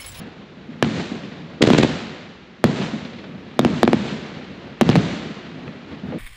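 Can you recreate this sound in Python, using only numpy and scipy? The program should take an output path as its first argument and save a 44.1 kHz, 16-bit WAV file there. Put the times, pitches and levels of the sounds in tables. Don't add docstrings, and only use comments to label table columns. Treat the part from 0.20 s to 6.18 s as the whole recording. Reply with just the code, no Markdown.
import sys
import numpy as np
from scipy import signal
from scipy.fft import rfft, irfft, next_fast_len
from scipy.io import wavfile
from scipy.ndimage import uniform_filter1d

SR = 44100
rng = np.random.default_rng(int(sys.argv[2]) if len(sys.argv) > 2 else 0)


def materialize(psi):
    bounded = np.clip(np.atleast_2d(psi).T, -1, 1)
    quanta = np.round(bounded * 32767).astype(np.int16)
    wavfile.write(sys.argv[1], SR, quanta)


N = 263894

# (time [s], rumble level [dB], wash level [dB])
DISTANT_ROLL = [(0, -39, -41.5), (.27, -41.5, -48.5), (1.3, -38.5, -45.5), (2.15, -53.5, -52),
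                (3.1, -37.5, -48), (3.9, -40, -40), (4.5, -38, -44), (5.7, -38, -43.5),
                (5.98, -31.5, -44.5)]
# (time [s], level [dB], decay [s], centre [Hz])
DULL_THUDS = [(0.489, -28.5, 0.016, 204), (1.407, -1, 0.0054, 354), (3.260, -30, 0.026, 184),
              (4.715, -13, 0.063, 143), (4.764, -10.5, 0.028, 161), (5.832, -23.5, 0.024, 222),
              (5.891, -26, 0.026, 197), (5.921, -20.5, 0.023, 394), (5.938, -22.5, 0.035, 180)]
# (time [s], level [dB], crack [dB re blast], shock width [s], size [ratio],
# knock pitch [Hz], rumble level [dB], wash level [dB], low far echoes [dB re rumble])
SHELLS = [(0.6260, -3.5, -0.5, 0.00043, 1.04, 1737, -23, -32, 4.5),
          (1.5030, -1.5, -2.5, 0.00011, 1.02, 690, -29.5, -38, -3),
          (2.4412, 0.5, 0, 0.00021, 1.14, 600, -19.5, -31, 1.5),
          (3.3926, 3, 0, 0.00035, 1.05, 618, -22, -35, -3),
          (3.4491, -1.5, -2, 0.000081, 1, 680, -25.5, -41, 6.5),
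          (3.6314, 6.5, -2.5, 0.00042, 0.9, 655, -21.5, -48, -2),
          (3.6775, 0, -3.5, .00013, 0.96, 696, -28, -38.5, -0.5),
          (3.7319, -1.5, -3, 0.00008, .97, 690, -30, -36, 1.5),
          (4.6119, 2, 0, 0.00027, 1, 650, -24.5, -33.5, 2),
          (4.6171, -2.5, -1.5, 0.000073, 0.95, 693, -26, -40, -3),
          (4.6912, -1.5, -2.5, 0.000076, 1.31, 705, -24.5, -39, -5),
          (4.7559, -3.5, -2, 0.00011, 1.01, 690, -26, -37.5, 0.5),
          (4.7624, -7.5, -1.5, 0.000087, 1.09, 680, -28, -39.5, -0.5)]
# (time [s], level [dB], decay [s], treble corner [Hz])
SMALL_CRACKS = [(.646, -21, 0.002, 5000), (.783, -27, 0.0016, 4000), (1.4531, -24, 0.0016, 3970),
                (1.5328, -12, 0.0014, 5000), (1.547, -15, 0.0038, 3480), (1.6038, -18, .002, 4000),
                (1.611, -19, 0.0021, 5000), (2.623, -28, 0.0056, 4500), (2.985, -37, .012, 4500),
                (3.04, -37, .016, 4500), (3.878, -30.5, 0.022, 4520), (4.6991, -13, 0.00071, 7050),
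                (4.711, -22, 0.014, 4500), (4.729, -15, .002, 3200), (5.479, -24.5, 0.002, 2770),
                (5.921, -25.5, 0.0038, 2630)]
# (delay [s], low echo [dB re shell's rumble], bright echo [dB re shell's wash])
OBSTACLES = [(.028, -2, -6), (.118, -15, -14), (.172, -0.5, 1.5), (.290, 0.5, -13), (.408, -10, -5.5),
             (.492, -11.5, -7.5), (.545, -22, -11.5)]
# (time [s], thump level [dB], gas spit level [dB], report level [dB],
# wall echo [dB re thump], rumble level [dB], wash level [dB])
LIFT_CHARGES = [(1.4240, 0, -11.5, 6.5, -.5, -20, -29), (1.4740, -1, -20.5, -6, -3, -28, -30),
                (1.5339, -2.5, -21, -12, -5, -25, -36.5), (1.5847, -0.5, -14.5, -6, -4, -28.5, -37.5),
                (1.6330, -0.5, -17, -5, -3, -25.5, -37.5)]
# (frequency [Hz], level [dB])
RUMBLE_SPECTRUM = [(25, -39), (50, -32), (80, -7), (115, -8), (155, 2), (195, 0.5), (245, 1), (330, -9),
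                   (550, -15.5), (900, -24), (2000, -30), (5000, -65)]
WASH_SPECTRUM = [(100, -22), (350, 8.5), (600, 3), (1000, -2.5), (2000, -2), (3000, -4), (4100, -5.5),
                 (5200, -13.5), (7300, -17), (8800, -32.5), (11000, -44), (15000, -71.5)]
AIR_SPECTRUM = [(20, -38), (60, -1.5), (190, -8), (270, -2.5), (420, -10), (750, -17), (1500, -15.5),
                (3600, -23), (7000, -36.5), (12000, -92)]
CRACK_SPECTRUM = [(300, -26), (700, -16), (1100, 1.5), (1900, 8), (3700, 11.5), (5200, 0.5), (7000, 0),
                  (10000, -10.5), (14500, -21)]
SPIT_SPECTRUM = [(300, -12), (900, 6.5), (1900, 5.5), (2900, 7), (4200, 3.5), (5300, -7), (7500, -7.5),
                 (10000, -30.5), (14500, -34)]
# (frequency [Hz], time to fall 60 dB [s])
WASH_DECAY = [(300, 1.23), (1000, 1.5), (3000, 1.49), (5000, 1.35), (8000, 0.93), (14000, 0.16)]
# (frequency [Hz], side level [dB re mid])
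STEREO_WIDTH = [(25, -24), (70, -36), (250, -52), (500, -37.5), (1000, -36), (4000, -28.5), (8000, -12),
                (12000, -10)]


def amp(db):
    return 10 ** (np.asarray(db) / 20)


def unit_rms(x):
    return x / np.sqrt(np.mean(x ** 2) + 1e-20)


def curve_at(points, hz):
    point_hz, value = np.transpose(points)
    return np.interp(np.log(hz + 1), np.log(point_hz + 1), value)


def add(mix, start_s, sound):
    part = mix[max(round(start_s * SR), 0):][:len(sound)]
    part += sound[:len(part)]


def colour(x, spectrum):
    size = next_fast_len(len(x), real=True)
    gain = amp(curve_at(spectrum, np.fft.rfftfreq(size, 1 / SR)))
    return irfft(rfft(x, size) * gain, size)[:len(x)]


def noise(spectrum, size):
    return unit_rms(colour(rng.standard_normal(size), spectrum))


def lowpass(x, hz, order=2):
    return signal.sosfilt(signal.butter(order, min(hz, .45 * SR), fs=SR, output="sos"), x)


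def flutter(size, rate_hz, depth_db):
    knots = np.arange(size) * rate_hz / SR
    return amp(depth_db * np.interp(knots, np.arange(2048), rng.standard_normal(2048)))


def night_ambience(pops_per_s=170, pop_s=0.0054, pops_db=-14, air_db=-51.5):
    times, *levels = np.transpose(DISTANT_ROLL)
    roll_gain, hiss_gain = (amp(np.interp(np.arange(N) / SR, times, db)) for db in levels)
    roll = roll_gain * noise(RUMBLE_SPECTRUM, N) * flutter(N, 23, 3.2)
    pops = (rng.random(N) < pops_per_s / SR) * rng.uniform(.2, 1, N)
    sparks = unit_rms(signal.lfilter([1], [1, -np.exp(-1 / (pop_s * SR))], pops))
    grain = flutter(N, 60, .8) + amp(pops_db) * sparks
    hiss = hiss_gain * lowpass(noise(WASH_SPECTRUM, N) * grain, 4000)
    return roll + hiss + amp(air_db) * noise(AIR_SPECTRUM, N)


def thud(db, decay_s, hz, rise_s=0.0029):
    t = np.arange(8192) / SR
    hump = [(hz / 4, -60), (hz / 1.15, 0), (hz * 1.15, 0), (hz * 64, -110)]
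    return amp(db) * noise(hump, len(t)) * (1 - np.exp(-t / rise_s)) ** 2 * np.exp(-t / decay_s)


def dull_thuds():
    out = np.zeros(N)
    for start, db, decay_s, hz in DULL_THUDS:
        add(out, start, thud(db, decay_s, hz))
    return out


def blast(t, low_hz=190, sweep_hz=670, sweep_s=.0015, length_s=.0078):
    age = np.maximum(t, 0)
    turns = low_hz * age + sweep_hz * sweep_s * (1 - np.exp(-age / sweep_s))
    return (t >= 0) * .66 * np.cos(2 * np.pi * turns) * np.exp(-(age / length_s) ** 3)


def shock(t, width_s):
    widths = np.maximum(t, 0) / width_s
    return (t >= 0) * (1 - widths) * np.exp(-widths)


def ring(t, hz, decay_s):
    age = np.maximum(t, 0)
    return np.sin(2 * np.pi * hz * age) * np.exp(-age / decay_s)


def shell_crack(t, width_s, knock_hz, rear_s=0.001736, debris_s=0.0019, wide_s=0.00033):
    fronts = 1.76 * shock(t, width_s) + 0.69 * shock(t - rear_s, width_s)
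    debris = amp(-8) * noise(CRACK_SPECTRUM, len(t)) * np.exp(-t / debris_s)
    knock = amp(-3.5) * ring(t + 0.00054, knock_hz, decay_s=.0026)
    return fronts + np.sqrt(width_s / wide_s) * (debris + knock)


def shell_bursts(ground_s=0.00751, ground_hz=330, octaves_per_db=0.32):
    out, t = np.zeros(N), np.arange(2048) / SR
    for start, db, crack_db, width_s, size, knock_hz, rumble_db, wash_db, _ in SHELLS:
        crack = amp(crack_db) * shell_crack(t, width_s, knock_hz)
        top_hz = 5850 * 2 ** (octaves_per_db * crack_db)
        direct = lowpass(blast(t / size) + crack, top_hz)
        ground = amp(0.5) * lowpass(blast((t - ground_s) / size), ground_hz, order=3)
        add(out, start, amp(db) * (direct + ground))
        for lag_s in (.009, .0198):
            add(out, start + lag_s, amp(db - 20) * lowpass(crack, 5200, order=8))
        add(out, start, rumble(rumble_db))
        add(out, start, wash(wash_db, swell_s=0.19, early=0.82, slap=0.13, grain_db=1.47))
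    return out


def rumble(db, rise_s=0.0015, thump_s=0.084, roll_s=0.22, roll_db=-5):
    t = np.arange(2 * SR) / SR
    shape = (1 - np.exp(-t / rise_s)) * (np.exp(-t / thump_s) + amp(roll_db) * np.exp(-t / roll_s))
    roll = amp(db) * shape * noise(RUMBLE_SPECTRUM, len(t)) * flutter(len(t), 44.5, 2.35)
    return lowpass(roll, 3500, order=4)


def wash(db, swell_s, early, slap, grain_db, slap_s=0.0074):
    t = np.arange(2 * SR) / SR
    hz, frame_s, spectra = signal.stft(noise(WASH_SPECTRUM, len(t)), SR, nperseg=256)
    fade = amp(-60 * np.maximum(frame_s - swell_s, 0) / curve_at(WASH_DECAY, hz)[:, None])
    echoes = signal.istft(spectra * fade, SR, nperseg=256)[1][:len(t)]
    swell = np.interp(t, [0, .015, swell_s], [0, early, 1])
    swell += slap * np.exp(-((t - swell_s) / slap_s) ** 2)
    grainy = swell * echoes * flutter(len(t), 70, 0.6) * flutter(len(t), 900, grain_db)
    return amp(db) * lowpass(grainy, 8840, order=8)


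def snap(db, decay_s, top_hz=5500):
    t = np.arange(4096) / SR
    grains = noise(WASH_SPECTRUM, len(t)) * np.exp(-t / decay_s) * flutter(len(t), 820, 2.0)
    return amp(db) * lowpass(grains, top_hz, order=6)


def small_cracks():
    out = np.zeros(N)
    for start, db, decay_s, top_hz in SMALL_CRACKS:
        add(out, start, snap(db, decay_s, top_hz))
    return out


def far_echoes(rebound_hz=260, rebound_db=6.5, smear_db=-4):
    out = np.zeros(N)
    rebound = lowpass(blast(np.arange(2048) / SR), rebound_hz, order=3)
    for start, *_, rumble_db, wash_db, echo_db in SHELLS:
        for delay_s, low_db, bright_db in OBSTACLES:
            arrival = start + delay_s
            return_db = rumble_db + echo_db + low_db
            add(out, arrival, amp(return_db + rebound_db) * rebound)
            add(out, arrival, thud(return_db + smear_db, decay_s=0.032, hz=207))
            add(out, arrival, snap(wash_db + bright_db, decay_s=0.022))
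    return out


def tube_launches(lead_s=.009, spit_s=0.0043, spit_lead_s=0.00048, report_s=0.0027, wall_s=.0134):
    out, t = np.zeros(N), np.arange(4096) / SR - lead_s
    push = np.clip(t / 0.0013, 0, 1) * np.exp(-t / 0.006)
    spit_shape = np.exp(-((t + spit_lead_s) / spit_s) ** 2)
    for start, db, spit_db, report_db, wall_db, rumble_db, wash_db in LIFT_CHARGES:
        thump = amp(db + 5.5) * lowpass(blast(t) * push, 800)
        spit = amp(spit_db) * noise(SPIT_SPECTRUM, len(t)) * flutter(len(t), 1190, 2) * spit_shape
        report = amp(report_db) * lowpass(shock(t - report_s, width_s=0.00008), 5000, order=4)
        sharp = spit + report
        boom = -amp(db - 16) * ring(t, hz=125, decay_s=0.022)
        add(out, start - lead_s, thump + sharp + boom)
        add(out, start - lead_s + wall_s, amp(wall_db) * thump + amp(-12) * sharp)
        add(out, start - lead_s + 2 * wall_s, amp(wall_db - 9) * thump + amp(-20) * sharp)
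        add(out, start, rumble(rumble_db))
        add(out, start, wash(wash_db, swell_s=0.11, early=1.0, slap=0, grain_db=3))
    return out


def scene():
    mid = shell_bursts() + tube_launches() + far_echoes()
    mid = mid + dull_thuds() + small_cracks() + night_ambience()
    scatter = rng.standard_normal(512) * np.hanning(1024)[512:]
    diffuse = signal.oaconvolve(mid, scatter / np.linalg.norm(scatter))[:N]
    side = colour(diffuse, STEREO_WIDTH)
    return np.array([mid + side, mid - side])


def record(dry, limit_db=5.0, recovery_db_per_s=100, knee=.5, headroom=.47, edge_hz=14900):
    peak_db = 20 * np.log10(abs(dry).max(0) + 1e-9)
    fall_db = np.arange(N) * recovery_db_per_s / SR
    held_db = np.maximum.accumulate(peak_db + fall_db) - fall_db
    over_db = np.maximum(held_db - limit_db, 0)
    ducked = dry / amp(uniform_filter1d(uniform_filter1d(over_db, size=24), size=20))
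    clean = np.clip(ducked, -knee, knee)
    rounded = clean + headroom * np.tanh((ducked - clean) / headroom)
    band_limit = signal.firwin(511, edge_hz, window=("kaiser", 9), fs=SR)
    return signal.oaconvolve(rounded, band_limit[None], "same")


dry = scene()
out = record(dry)
materialize(out)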